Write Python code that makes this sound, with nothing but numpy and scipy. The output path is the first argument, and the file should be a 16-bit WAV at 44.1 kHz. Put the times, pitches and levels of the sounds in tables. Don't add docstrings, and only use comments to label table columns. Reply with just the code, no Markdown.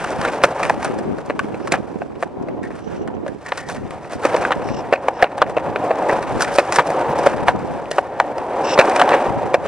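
import sys
import numpy as np
from scipy import signal
from scipy.fft import rfft, irfft, next_fast_len
from scipy.io import wavfile
from scipy.ndimage import uniform_filter1d, map_coordinates

SR = 44100
rng = np.random.default_rng(int(sys.argv[2]) if len(sys.argv) > 2 else 0)


def to_wav(s):
    ch = np.atleast_2d(s).T
    pcm = np.round(np.clip(ch, -1, 1) * 32767)
    wavfile.write(sys.argv[1], SR, pcm.astype(np.int16))


def gain_from_db(level_db):
    decades = np.asarray(level_db, float) / 20
    return 10 ** decades


N = 426447

# (time [s], deck level before the final lift [dB], coarseness [dB])
ROLLING = [(0.0, -28, 8), (0.46, -22.5, 3), (0.7, -27.5, 5), (1.4, -37, 3), (1.67, -35.5, 6),
           (2.07, -41.5, 3.5), (2.58, -35, -7), (2.75, -42.5, 5), (3.15, -35.5, -7), (3.28, -42.5, 3),
           (3.53, -40.5, 13), (3.69, -39.5, 5.5), (4.12, -34, 6.5), (4.36, -22, 5), (4.71, -29, 0.5),
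           (5.41, -28.5, -1.5), (6.14, -22, -0.5), (6.54, -26, 7), (6.81, -26.5, 3), (6.95, -19.5, -1),
           (7.11, -20.5, 0), (7.65, -27.5, 1), (7.92, -31.5, 0), (8.29, -28, -1.5), (8.89, -15.5, 0.5),
           (9.13, -16.5, 0), (9.51, -24, -1), (9.67, -25.5, 2)]
# (frequency [Hz], width [Hz], level [dB])
DECK = [(309.5, 135, -6.5), (549, 121, 0.5), (735, 101, 2), (943, 207, -2.5)]
# (frequency [Hz], level [dB per Hz])
GRIT = [(2200, -9), (3300, -1.5), (5500, 2), (7000, -1.5), (9200, 0), (10700, -10), (12500, -24),
        (15500, -27), (17000, -46)]


def unit(x):
    power = np.mean(x ** 2, -1, keepdims=True)
    return x / np.sqrt(power + 1e-20)


def along(points, hz):
    f, v = np.transpose(points)
    return np.interp(np.log(hz + 1), np.log(f + 1), v)


def curves(rows):
    s, *cols = np.transpose(rows)
    return [np.interp(np.arange(N) / SR, s, c) for c in cols]


def wobble(rate):
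    points = rng.standard_normal(int(N * rate / SR) + 4)
    return map_coordinates(points, [np.arange(N) * rate / SR])


def filtered(x, response):
    n = x.shape[-1]
    m = next_fast_len(n + 8192)
    return irfft(rfft(x, m) * response(np.fft.rfftfreq(m, 1 / SR)), m)[..., :n]


def body(modes, extra_db=None):
    if extra_db is None:
        extra_db = np.zeros((1, len(modes)))

    def response(f):
        total = 0
        for k, (hz, width, db) in enumerate(modes):
            strength = (-1) ** k * gain_from_db(db + extra_db[:, k, None])
            total = total + strength * 1j * f * width / (hz * hz - f * f + 1j * f * width)
        return total

    return response


def steep(f, low_hz, high_hz):
    return 1 / (1 + 1j * f / high_hz) ** 2 / (1 + low_hz / (1j * f + 1e-9))


def grain(lump_db, rate):
    return rng.standard_normal(N) * gain_from_db(lump_db * wobble(rate))


def street():
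    # (frequency [Hz], level [dB per Hz])
    hum_colour = [(25, -89), (60, -71.5), (150, -68.5), (300, -73), (800, -92.5), (2500, -99), (8000, -110),
                  (12000, -126), (17000, -140)]
    noise = rng.standard_normal((2, N))
    a, b = filtered(noise, lambda f: gain_from_db(along(hum_colour, f)) * np.sqrt(SR / 2))
    return np.array([a + 0.37 * b, a - 0.18 * b])


def wind():
    # (time [s], level [dB], left minus right [dB])
    wind_strength = [(0, -40, 2), (.2, -26, -1), (.48, -52, 2), (.66, -30.5, -2), (.9, -24.5, 0.5),
                     (2.1, -29.5, -4.5), (2.74, -26, -1.5), (2.82, -35, 0), (2.92, -26.5, -7),
                     (3.3, -29, -3.5), (3.45, -45, -10.5), (3.82, -29, 0), (4.0, -38, -1), (4.3, -35, 1),
                     (4.5, -36.5, 0), (4.68, -28.5, 2), (4.8, -27, -2), (5.05, -48.5, -10), (5.3, -54, -4),
                     (5.4, -33.5, -4), (5.7, -32, -6), (5.88, -42, -7), (6.2, -34.5, -1.5),
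                     (6.36, -28, 2.5), (6.76, -53, 5), (7.1, -37, 6), (7.3, -26.5, 4.5), (7.7, -24.5, 0.5),
                     (8.06, -46.5, 9), (8.9, -50, 15), (9.2, -48, 4), (9.3, -37, 6), (9.45, -35, -1),
                     (9.52, -42, -2), (9.67, -34, -8)]
    # (frequency [Hz], level [dB per Hz])
    gust_colour = [(25, -29), (60, -9), (120, -3), (220, 2), (400, 3), (650, -11.5), (1200, -20.5),
                   (2000, -32), (3200, -39.5), (6000, -70)]
    # (time [s], share [0-1])
    facing_share = [(0, 0.2), (.8, .5), (1.0, 1), (3.3, 1), (3.6, 0.4), (4.9, 0.5), (5.4, .25), (7.2, 0.1),
                    (7.7, 0.63), (8.1, .1), (9.67, 0.14)]
    # (time [s], rise over the wind [dB])
    buffets = [(.2, 5.5), (.66, 6), (.9, 5), (2.42, 3.5), (4.16, 11), (4.4, 16), (4.58, 9), (4.72, 5),
               (5.7, 4), (6.36, 8.5), (7.34, 2), (7.56, 5), (8.4, 12), (8.94, 12), (9.3, 11), (9.37, 12),
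               (9.46, 9)]
    buffet_s, sheltered_hz = 0.023, 173
    puff_db, puffs_per_s = 2.5, 7
    leak = 0.22

    level_db, pan_db = curves(wind_strength)
    facing, = curves(facing_share)
    t = np.arange(N) / SR
    for s, db in buffets:
        level_db = level_db + db * np.exp(-((t - s) / buffet_s) ** 2)
    eddies = np.array([grain(4.9, 250) * gain_from_db(0.98 * wobble(25) + puff_db * wobble(puffs_per_s))
                       for port in "LR"])
    brisk = unit(filtered(eddies, lambda f: gain_from_db(along(gust_colour, f))))
    large = unit(filtered(brisk, lambda f: 1 / (1 + (f / sheltered_hz) ** 2)))
    air = facing * brisk + (1 - facing) * large
    gusts = air * gain_from_db(level_db + np.array([pan_db, -pan_db]) / 2)
    return gusts - leak * gusts[::-1]


def drags():
    # (start [s], end [s], level [dB])
    foot_drags = [(2.627, 2.667, -35), (3.46, 3.505, -39), (3.575, 3.714, -38.5), (3.74, 3.775, -41),
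                  (4.836, 4.858, -36), (7.91, 7.937, -32)]
    # (frequency [Hz], width [Hz], level [dB])
    heel = [(1420, 200, -5), (1850, 160, 1), (2270, 200, -6)]
    attack_s, release_s = 0.0028, 0.012
    t = np.arange(N) / SR
    scrape = unit(filtered(grain(3, 140), lambda f: body(heel)(f)[0] ** 2))
    gain = 0
    for a, b, db in foot_drags:
        gain = gain + gain_from_db(db) * np.interp(t, [a, a + attack_s, b, b + release_s], [0, 1, 0.69, 0.033])
    return scrape * gain


def scuffs():
    # (start [s], end [s], level [dB], squeak pitch [Hz])
    shoe_scuffs = [(1.6, 1.664, -55, 5500), (2.743, 3.006, -55.5, 5800), (3.01, 3.037, -53, 5860),
                   (3.14, 3.155, -57, 5700), (4.182, 4.218, -63, 5500), (4.62, 4.806, -42, 5500),
                   (5.125, 5.205, -50.5, 5400), (8.63, 8.747, -28.5, 5500)]
    # (frequency [Hz], width [Hz], level [dB])
    sole = [(2710, 410, -2.5), (3800, 720, -6), (5500, 820, -3), (7940, 500, -10)]
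    t, out = np.arange(N) / SR, 0
    slips = grain(2.9, 140)
    for a, b, db, hz in shoe_scuffs:
        shift = sole[2][0] / hz
        chatter = unit(filtered(slips, lambda f: body(sole)(f * shift)[0] ** 2))
        swell = np.interp(t, [a, a + 0.4 * (b - a), b, b + 0.0072], [0, 1, 1, 0])
        out = out + gain_from_db(db) * chatter * swell
    return out


def skids():
    # (peak time [s], rise time, also the fall time [s], wheel roar level [dB], grit level [dB])
    skid_bursts = [(0.0, 0.11, -31, -43), (0.25, 0.069, -26.5, -41.5), (0.669, 0.031, -31.5, -39.5),
                   (0.85, 0.085, -31.5, -44), (1.42, 0.057, -39, -48.5), (1.55, 0.024, -61, -66),
                   (1.74, 0.031, -19.5, -37), (2.0, 0.075, -52, -57), (2.22, 0.044, -46, -52),
                   (2.51, .04, -49, -71), (2.66, 0.045, -45, -54), (2.77, 0.11, -45, -56.5),
                   (2.94, 0.075, -42.5, -54), (3.33, .05, -52, -61.5), (3.49, 0.015, -38.5, -45),
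                   (3.601, 0.042, -37.5, -43), (3.71, 0.08, -54, -48.5), (4.14, 0.045, -34, -40),
                   (4.252, 0.042, -26.5, -37.5), (4.47, .05, -36, -51.5), (5.21, .04, -30, -51),
                   (5.41, 0.032, -32, -51), (6.422, 0.032, -27, -31), (6.552, 0.034, -56.5, -33.5),
                   (6.76, 0.028, -27, -29), (6.798, 0.02, -15, -33.5), (7.279, 0.074, -25.5, -38),
                   (7.489, 0.038, -25, -39.5), (7.73, 0.036, -60, -54.5), (7.96, 0.065, -37.5, -47),
                   (8.7, 0.056, -26.5, -44), (9.0, 0.067, -24, -37), (9.12, 0.11, -23.5, -48),
                   (9.67, 0.037, -31.5, -47)]
    t, roar, grit = np.arange(N) / SR, 0, 0
    for s, rise, roar_db, grit_db in skid_bursts:
        bell = np.exp(-4.5 * ((t - s) / rise) ** 2)
        roar = roar + gain_from_db(2 * roar_db) * bell
        grit = grit + gain_from_db(2 * grit_db) * bell
    return roar, grit


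def pebbles():
    count = 40
    when, mode = rng.random((count, 2)).T
    s = 0.02 + when * (N / SR - 0.1)
    roll_s, roll_db = np.transpose(ROLLING)[:2]
    db = np.interp(s, roll_s, roll_db) + 1 + 1.5 * rng.standard_normal(count)
    deck_db, grit_db = np.full(count, -10.5), np.full(count, -27)
    hz = np.where(mode < 0.5, DECK[1][0], DECK[2][0])
    return np.transpose([s, db, deck_db, grit_db, hz])


def knocks():
    # (time [s], trucks peak [dB], deck relative to trucks [dB],
    # grit relative to trucks [dB], strongest deck pitch [Hz])
    blows = [(0.0413, -13.5, -13, -22, 953), (0.1034, -29, -7, -4.5, 738), (0.2129, -15.5, -11, -16, 966),
             (0.2493, -9.5, -14, -24, 550), (0.2784, -12.5, -8, -37, 563), (0.3336, -17.5, -9, -26, 528),
             (0.4364, 5, -3, -24.5, 560), (0.6295, -7, -15, -20, 503), (0.6514, -11.5, -14, -24, 748),
             (0.6964, -6.5, 1, -24, 735), (0.827, -20.5, 0, -16.5, 767), (0.8455, -14, 0, -13, 697),
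             (0.9872, -26.5, 6.5, -14, 568), (1.1842, -25, 1, -20, 536), (1.2605, -33.5, 2, -11, 528),
             (1.2979, -12.5, -0.5, -31, 533), (1.3922, -6.5, -21, -22, 796), (1.5424, -25, 7, -28, 416),
             (1.6731, -16.5, -8, -21, 649), (1.72, -6.5, -8.5, -13, 472), (1.7384, -7.5, -6.5, -30, 940),
             (2.0174, -19, 2, -40, 750), (2.153, -32, -5, -24, 684), (2.2254, -12, 0, -30, 594),
             (2.4246, -36, -2, -17, 557), (2.4848, -27, 6, -28, 490), (2.6309, -29, -13, -18, 430),
             (2.7045, -31.5, 8, -25, 404), (3.0759, -23, -19, -23, 623), (3.263, -26.5, 8, -26, 549),
             (3.2789, -25.5, 0, -20, 455), (3.4624, -24.5, -8, -16, 678), (3.5194, -9, -3, -36, 825),
             (3.5743, -16, -16, -18, 439), (3.688, -21.5, -3, -9.5, 845), (3.698, -17.5, -13, -17.5, 746),
             (3.7464, -30, 5, -12, 530), (3.7623, -26.5, -8, -18, 495), (3.907, -22, -20, -14.5, 630),
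             (4.132, -25.5, 4, -11, 493), (4.2504, -8, 3, -18.5, 485), (4.3435, -13, 6, -26, 533),
             (4.3634, -15.5, -1, -15, 504), (4.4258, -20.5, -15, -31, 466), (4.4498, -4.5, -12, -36, 789),
             (4.5067, -10, -1.5, -35, 830), (4.5186, -6.5, -11, -33, 795), (4.6867, -20, -6, -20, 645),
             (4.9252, -10.5, 8.5, -27, 577), (4.9327, -7, 2.5, -32.5, 570), (5.0828, -6.5, 3, -31, 840),
             (5.224, 1, 2, -28.5, 650), (5.2414, -7.5, 0, -32.5, 603), (5.3794, -20.5, 3.5, -20, 835),
             (5.4171, -2, -2, -35, 854), (5.4954, -23, 3, -19, 603), (5.5667, -13.5, 7, -29, 555),
             (5.7588, -9.5, -3, -37, 530), (5.9064, -15, 9.5, -34, 523), (6.0876, -22.5, 8, -15.5, 536),
             (6.0944, -10.5, 1.5, -30, 540), (6.2253, -21, 0, -15, 681), (6.4068, -7.5, -12, -16, 773),
             (6.4204, -7.5, -14, -11, 719), (6.4434, -15, -23, -15, 511), (6.5844, 0, 2.5, -25, 520),
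             (6.7226, -8.5, -8, -13, 705), (6.759, -6.5, -10, -14, 830), (6.7854, -3, 0.5, -31, 980),
             (6.8704, -22.5, 4, -9, 732), (6.9022, -19, 4, -14, 487), (7.1874, -24, 5, -9, 716),
             (7.2624, -4.5, 8.5, -24.5, 524), (7.4814, 1, -2.5, -36, 840), (7.9124, -16, 0, -12, 600),
             (7.9823, -6, 2, -30, 710), (8.1993, -0.5, -3.5, -30, 830), (8.3814, -20.5, 3, -16, 563),
             (8.7764, -7.5, -1, -29, 738), (8.7889, 3, 2, -28, 540), (8.8964, -19, 5, -9, 735),
             (8.96, -8, 0, -15, 727), (8.995, -3, -6, -27, 780), (9.0144, 2, -3.5, -30, 740),
             (9.0914, -9, -11, -16.5, 864), (9.1177, -9, -3, -34, 568), (9.5417, -3.5, 4, -27, 513)]
    # (frequency [Hz], width [Hz], level [dB])
    truck_tones = [(1134, 253, -0.5), (1520, 154, 0.5), (1756, 200, 0), (2470, 440, -5.5),
                   (2820, 356, -8.5), (3990, 600, -19)]
    deck_crest_db, truck_crest_db, grit_crest_db = 3.5, 0.12, 11.5
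    middle_hz, low_rattle_db, low_axle_db = 655, 6.5, 8.5

    s, db, deck_db, grit_db, hz = np.vstack([blows, pebbles()]).T
    lead = 0.007
    t = np.arange(4096) / SR - lead
    after = np.maximum(t, 0)
    noise = rng.standard_normal((len(s), 4, len(t)))
    scatter = rng.standard_normal((len(s), len(DECK) + len(truck_tones) + 3))

    low = np.log2(middle_hz / hz)
    axle = low_axle_db * low[:, None] * (np.arange(len(truck_tones)) == 3)
    rattle = 0.017 * gain_from_db(low_rattle_db * low + 0.02 * deck_db + 2.5 * scatter[:, -3])
    rattle = np.clip(rattle, 0.002, 0.08)[:, None]
    lumps = gain_from_db(6.35 * unit(uniform_filter1d(noise[:, 3], size=60))) + 1.62 * np.exp(-after / 0.0023)
    force = lumps * gain_from_db(-22 * after / rattle) * (1 - np.exp(-after / 0.00034))
    crunch = 0.05 * gain_from_db(np.minimum(deck_db, 0))[:, None] * lumps * (t < 0)

    rebound = 0.0065 + 0.001263 * scatter[:, -2:-1]
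    rebound_gain = 0.63 * gain_from_db(3.8 * scatter[:, -1:])

    def push(at, width):
        return np.exp(-((t - at) / width) ** 2)

    def blow(width):
        return push(2 * width, width) + rebound_gain * push(rebound, width)

    near = -14 * abs(np.log2(np.array(DECK)[:, 0] / hz[:, None]))
    deck_body = body(DECK, near + 1.8 * scatter[:, :len(DECK)])
    truck_body = body(truck_tones, axle + 2.6 * scatter[:, len(DECK):-3])
    deck = filtered(force * noise[:, 0] + 3.05 * blow(0.00025),
                    lambda f: deck_body(f) * steep(f, 120, 2500))
    trucks = filtered((force + crunch) * noise[:, 1] + 2.17 * blow(0.0001),
                      lambda f: truck_body(f) * steep(f, 620, 5700))
    grit = filtered((force + 1.8 * crunch) * noise[:, 2], lambda f: gain_from_db(along(GRIT, f)))

    out = np.zeros(N + len(t))
    starts = np.round((s - lead) * SR).astype(int)
    levels = (db + deck_db + deck_crest_db, db + truck_crest_db, db + grit_db + grit_crest_db)
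    for part, level in zip((deck, trucks, grit), levels):
        part = part * (gain_from_db(level) / abs(part).max(1))[:, None]
        for start, ring in zip(starts, part):
            out[start:start + len(t)] += ring
    return out[:N]


def rolling():
    # (frequency [Hz], level [dB per Hz])
    slab_colour = [(20, -8), (60, -7), (150, 8), (300, 2), (600, -37.5)]
    # (frequency [Hz], level [dB per Hz])
    wheel_colour = [(700, -23), (1150, -2), (1700, -5), (2050, -10.5), (2400, -10.5), (3100, -18.5),
                    (4000, -26), (6000, -58)]
    reference_db = -27

    deck_db, coarse_db = curves(ROLLING)
    deck_db = deck_db + 0.6 * wobble(11)
    over = deck_db - reference_db
    skid_roar, skid_grit = skids()
    roar_db = reference_db - 13 + 1.12 * over + coarse_db
    grit_db = reference_db - 26.5 + 1.06 * over + 1.4 * coarse_db
    roar_gain = np.sqrt(gain_from_db(2 * roar_db) + skid_roar)
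    grit_gain = np.sqrt(gain_from_db(2 * grit_db) + skid_grit)
    low_gain = np.sqrt(gain_from_db(2 * deck_db) + 0.83 * skid_roar)

    stones = 1.44 * wobble(90) + 1.14 * wobble(18)
    deck = filtered(grain(0.5, 150) * gain_from_db(stones), lambda f: body(DECK)(f)[0] * steep(f, 180, 1350))
    wheels = filtered(grain(0.88, 200) * gain_from_db(1.34 * stones), lambda f: gain_from_db(along(wheel_colour, f)))
    grit = filtered(grain(2.7, 400) * gain_from_db(1.45 * stones), lambda f: gain_from_db(along(GRIT, f)))
    slabs = filtered(grain(5.5, 30) * gain_from_db(stones), lambda f: gain_from_db(along(slab_colour, f)))
    low = low_gain * (unit(deck) + gain_from_db(-18) * unit(slabs))
    return gain_from_db(1.26) * low + roar_gain * unit(wheels) + grit_gain * unit(grit)


def ports(steady, sharp):
    # (frequency [Hz], left minus right [dB])
    port_tilt = [(500, 0), (2500, 1), (4500, 0), (9000, -2), (12000, 0)]
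    # (frequency [Hz], likeness [0-1])
    port_alike = [(1000, .999), (3000, 1), (8000, 0.78), (12000, 0.39)]
    hz, t, z = signal.stft(steady, SR, nperseg=256)
    likeness = np.clip(along(port_alike, hz), 0.1, 1)
    spread = np.sqrt(-np.log(likeness) / 2)[:, None]
    turn = np.exp(1j * spread * rng.standard_normal(z.shape))
    pair = sharp + signal.istft(np.array([z * turn, z / turn]), SR, nperseg=256)[1][:, :N]
    side = np.array([[1], [-1]])
    lag = 0.000036
    return filtered(pair, lambda f: gain_from_db(side * along(port_tilt, f) / 2) * np.exp(-1j * np.pi * side * f * lag))


def scene():
    steady = rolling() + scuffs() + drags()
    return ports(steady, knocks()) + wind() + street()


def low_pass(x):
    return signal.sosfilt(signal.butter(12, 15700, fs=SR, output="sos"), x)


def record(dry):
    knee = 44.0
    clipped = dry / (1 + abs(dry) ** knee) ** (1 / knee)
    return low_pass(clipped)


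dry = scene()
out = record(dry)
to_wav(out)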